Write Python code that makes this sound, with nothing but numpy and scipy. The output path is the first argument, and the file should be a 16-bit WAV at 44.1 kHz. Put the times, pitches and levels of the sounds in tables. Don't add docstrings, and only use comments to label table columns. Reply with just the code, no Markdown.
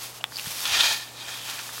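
import sys
import numpy as np
from scipy import signal
from scipy.fft import rfft, irfft, next_fast_len
from scipy.io import wavfile
from scipy.ndimage import map_coordinates

SR = 44100
rng = np.random.default_rng(int(sys.argv[2]) if len(sys.argv) > 2 else 0)


def output_pcm(signal):
    pcm = np.clip(np.atleast_2d(signal).T, -1, 1) * 32767
    wavfile.write(sys.argv[1], SR, np.round(pcm).astype(np.int16))


N = 79380
STALKS_PER_S = 5000

# time in seconds, level in dB.
CUT_LEVEL = [(.58, -73), (.645, -37), (.685, -28.5), (.715, -27), (.75, -21), (.775, -22.5), (.80, -21),
             (.823, -24.5), (.845, -19), (.897, -24), (.92, -23.5), (.98, -35), (1.02, -37), (1.12, -53.5)]
# centre in seconds, level in dB, half length in seconds.
TUFT_BITES = [(.657, -17.5, 0.0024), (.6655, -27, 0.0018), (.8085, -13.5, 0.0046)]
# frequency in Hz, relative level in dB.
SHEAR_SPECTRUM = [(60, -41), (250, -18), (480, -28), (750, -5.5), (1900, -7), (2800, -3.5), (4200, -2),
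                  (6000, -8), (8500, -19), (15000, -35)]
TUFT_SPECTRUM = [(100, -33), (320, -21), (480, -26), (750, -8.5), (2000, -12), (3300, 4.5), (4200, -1.5),
                 (5500, -14), (9000, -21), (15000, -35)]
def cut():
    stalks = blade(SHEAR_SPECTRUM, spread_db=3)
    scraping = amp(-4) * scrape(crackle(STALKS_PER_S, spread_db=4), width_hz=820)
    swish = level(CUT_LEVEL) * amp(0.94 * wobble(130)) * unit(stalks + scraping)
    bites = swells(TUFT_BITES) * unit(coloured(rng.standard_normal(N), TUFT_SPECTRUM))
    return swish + bites


# frequency in Hz, width in Hz, gain in dB.
BLADE_MODES = [(890, 210, -8.5), (1405, 30, -1.5), (1793, 88, 3), (2270, 50, -2), (2455, 78, 4.5),
               (3210, 63, 6), (3330, 60, -5), (3785, 44, 4), (4600, 62, -6), (4690, 110, -4),
               (4810, 88, -5), (5790, 130, -7), (6420, 230, -6), (7110, 120, -26)]
# time in seconds, dB over the direct sound.
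BLADE_RING = [(.7, -3), (.8, -0.5), (.9, 3.5), (1.0, 4), (1.2, -1), (1.32, 1), (1.6, -5.5)]
def blade(spectrum, spread_db):
    ring_gain = amp(curve(BLADE_RING))
    direct = unit(coloured(crackle(STALKS_PER_S, spread_db), spectrum))
    steel = unit(ringing(crackle(STALKS_PER_S, spread_db), BLADE_MODES))
    return (direct + ring_gain * steel) / np.sqrt(1 + ring_gain ** 2)


# time in seconds, centre in Hz.
SCRAPE_CENTRE = [(.65, 3530), (.715, 2720), (.80, 3480), (.85, 4000), (.93, 4180), (1.2, 3880), (1.3, 3400),
                 (1.42, 3300), (1.6, 3100)]
def scrape(friction, width_hz):
    centres_hz = np.geomspace(2200, 4800, 15)
    position = np.interp(curve(SCRAPE_CENTRE), centres_hz, np.arange(len(centres_hz)))
    out = np.zeros(N)
    for band, hz in enumerate(centres_hz):
        weight = np.maximum(1 - np.abs(position - band), 0)
        out += weight * ringing(friction, [(hz, width_hz, 0)])
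    return unit(out)


# time in seconds, level in dB.
SKIM_LEVEL = [(1.13, -54), (1.2, -40.5), (1.25, -51), (1.33, -45), (1.42, -42), (1.51, -41), (1.63, -61)]
STUBBLE_LEVEL = [(1.17, -46), (1.23, -39.5), (1.30, -36), (1.36, -40), (1.44, -45), (1.495, -34.5),
                 (1.56, -43), (1.595, -36.5), (1.66, -46.5), (1.8, -44)]
# frequency in Hz, relative level in dB.
STUBBLE_SPECTRUM = [(200, -14.5), (500, -13), (900, 2.5), (2000, 0), (3000, 1.5), (5000, 0), (8000, -5.5),
                    (15000, -22)]
def slide():
    skim = level(SKIM_LEVEL) * scrape(rng.standard_normal(N), width_hz=390)
    stubble = level(STUBBLE_LEVEL) * amp(wobble(70)) * blade(STUBBLE_SPECTRUM, spread_db=3.5)
    return skim + stubble


# time in seconds, level in dB.
RUSTLE_LEVEL = [(0, -37.5), (.04, -35), (.11, -43), (.19, -44.5), (.23, -66), (.3, -49.5), (.39, -36.5),
                (.49, -33.5), (.62, -31.5), (.86, -33), (.93, -32), (.99, -40), (1.12, -49.5), (1.22, -49),
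                (1.32, -39.5), (1.43, -41.5), (1.5, -37), (1.66, -39.5), (1.8, -36.5)]
# frequency in Hz, relative level in dB.
LEAF_SPECTRUM = [(100, -14.5), (450, -12), (900, -3.5), (1800, -4.5), (3000, 0.5), (5000, 0.5),
                 (8000, -4.5), (11500, -3.5), (15500, -9)]
def rustle():
    grains = crackle(per_s=3800, spread_db=3) + amp(-3) * rng.standard_normal(N)
    return level(RUSTLE_LEVEL) * amp(1.1 * wobble(59.8)) * unit(coloured(grains, LEAF_SPECTRUM))


# centre in seconds, level in dB, half length in seconds.
HANDLE_CREAKS = [(.2115, -35, 0.0041)]
# start in seconds, peak in dB before the ring is added.
HANDLE_CLICKS = [(.2413, -7)]
# frequency in Hz, relative level in dB.
CLICK_SPECTRUM = [(100, -27), (480, -26), (780, -6), (2200, -6), (3500, -6), (4100, -16.5), (4700, -21),
                  (5400, -15), (6000, -27), (7300, -28), (7900, -20.5), (11500, -28.5), (15000, -22.5)]
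# frequency in Hz, width in Hz, gain in dB.
CREAK_MODES = [(734, 46, 5), (2870, 130, -0.5)]
CLICK_MODES = [(3480, 520, 0.5)]
def handle():
    creak = swells(HANDLE_CREAKS) * unit(ringing(rng.standard_normal(N), CREAK_MODES))
    click = ticks(HANDLE_CLICKS, CLICK_SPECTRUM)
    return creak + click + amp(4.5) * ringing(click, CLICK_MODES)


# start in seconds, peak in dB.
STEM_SNAPS = [(.3863, -13), (.3918, -16), (.3965, -11), (1.4985, -23), (1.518, -24), (1.592, -15.5)]
# frequency in Hz, relative level in dB.
SNAP_SPECTRUM = [(200, -22), (1200, -7), (2100, -4), (2700, 11), (3500, -1), (4700, 0), (7000, -17),
                 (15000, -8.5)]
def stems():
    return ticks(STEM_SNAPS, SNAP_SPECTRUM)


# start in seconds, peak in dB.
GRIP_TAPS = [(.3222, -29), (.4598, -28), (1.5965, -27), (1.6925, -25.5), (1.7805, -27)]
# frequency in Hz, relative level in dB.
TAP_SPECTRUM = [(150, -10), (500, -12), (900, 10.5), (1800, 14.5), (2800, -20), (5000, -22), (15000, -13)]
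def grips():
    return ticks(GRIP_TAPS, TAP_SPECTRUM)


# centre in seconds, level in dB, half length in seconds.
ENTRY_SQUEAKS = [(.344, -41.5, 0.017), (.3598, -31, 0.00092), (.3697, -25, 0.00094)]
# frequency in Hz, width in Hz, gain in dB.
SQUEAK_MODES = [(4720, 580, 0)]
def squeaks():
    rubbing = ringing(rng.standard_normal(N), SQUEAK_MODES)
    return swells(ENTRY_SQUEAKS) * unit(ringing(rubbing, SQUEAK_MODES))


# start in seconds, gain in dB, frequency in Hz, 60 dB decay time in seconds.
FOOT_THUDS = [(.470, -14.5, 152, 0.023), (0.717, -30, 85, 0.067), (.778, -38, 52, 0.13),
              (0.853, -43, 135, 0.067), (0.904, -36, 124, .06)]
def feet():
    out = np.zeros(N)
    for start_s, db, hz, t60_s in FOOT_THUDS:
        age_s = np.maximum(seconds() - start_s, 0)
        attack = 1 - np.exp(-age_s / 0.0075)
        out += amp(db - 60 * age_s / t60_s) * attack * np.sin(2 * np.pi * hz * age_s)
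    return out


def yard(x, scatter_db=-15, t60_s=0.09):
    tail = rng.standard_normal(N) * amp(-60 * seconds() / t60_s)
    return x + amp(scatter_db) * signal.fftconvolve(x, tail / np.linalg.norm(tail))[:N]


# frequency in Hz, relative level in dB.
AIR_SPECTRUM = [(25, -13), (70, -5), (160, -2), (400, -0.5), (850, 1), (1800, -6), (4000, -11), (8000, -9),
                (15500, -18)]
def background(hiss_db=-48, hum_db=-56.5, hum_hz=119.8):
    hum = amp(hum_db + 0.33 * wobble(3.3)) * unit(np.sin(2 * np.pi * hum_hz * seconds()))
    hiss = amp(hiss_db) * unit(coloured(rng.standard_normal(N), AIR_SPECTRUM))
    return hum + hiss


def amp(db):
    return 10 ** (np.asarray(db) / 20)


def unit(x):
    return x / np.sqrt(np.mean(x ** 2) + 1e-20)


def seconds():
    return np.arange(N) / SR


def curve(rows):
    return np.interp(seconds(), *np.transpose(rows))


def level(rows):
    t = seconds()
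    outside_s = np.maximum(rows[0][0] - t, 0) + np.maximum(t - rows[-1][0], 0)
    return amp(curve(rows) - 200 * outside_s)


def swells(rows):
    return sum(amp(db) * np.exp(-.5 * ((seconds() - s) / half_s) ** 2) for s, db, half_s in rows)


def wobble(knots_per_s):
    return map_coordinates(rng.standard_normal(2000), [seconds() * knots_per_s], mode="mirror")


def coloured(x, spectrum):
    size = 8192
    hz, db = np.transpose(spectrum)
    bins_hz = np.fft.rfftfreq(size, 1 / SR)
    gain = amp(np.interp(np.log(bins_hz + 1), np.log(hz), db))
    cepstrum = irfft(np.log(gain))
    cepstrum[1:size // 2] *= 2
    cepstrum[size // 2 + 1:] = 0
    response = irfft(np.exp(rfft(cepstrum)))
    return signal.fftconvolve(x, response)[:N]


def ringing(x, modes):
    return sum(amp(db) * signal.lfilter(*signal.iirpeak(hz, hz / width_hz, SR), x)
               for hz, width_hz, db in modes)


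def crackle(per_s, spread_db):
    hits = rng.random(N) < per_s / SR
    signs = np.sign(rng.standard_normal(N))
    sizes = amp(spread_db * np.minimum(rng.standard_normal(N), 2.5))
    return unit(hits * signs * sizes)


def ticks(rows, spectrum):
    shape = coloured(signal.unit_impulse(N), spectrum)
    blows = np.zeros(N)
    for start_s, db in rows:
        blows[int(start_s * SR)] += amp(db)
    return signal.fftconvolve(blows, shape / np.abs(shape).max())[:N]


def scene():
    contacts = handle() + stems() + grips()
    mowing = cut() + slide() + rustle() + contacts + squeaks() + feet()
    mono = yard(mowing) + background()
    return np.array([mono, mono])


TOP_HZ = 15950
def record(dry):
    size = next_fast_len(N + SR // 10)
    passband = np.fft.rfftfreq(size, 1 / SR) < TOP_HZ
    return irfft(rfft(dry, size) * passband, size)[:, :N]


dry = scene()
out = record(dry)
output_pcm(out)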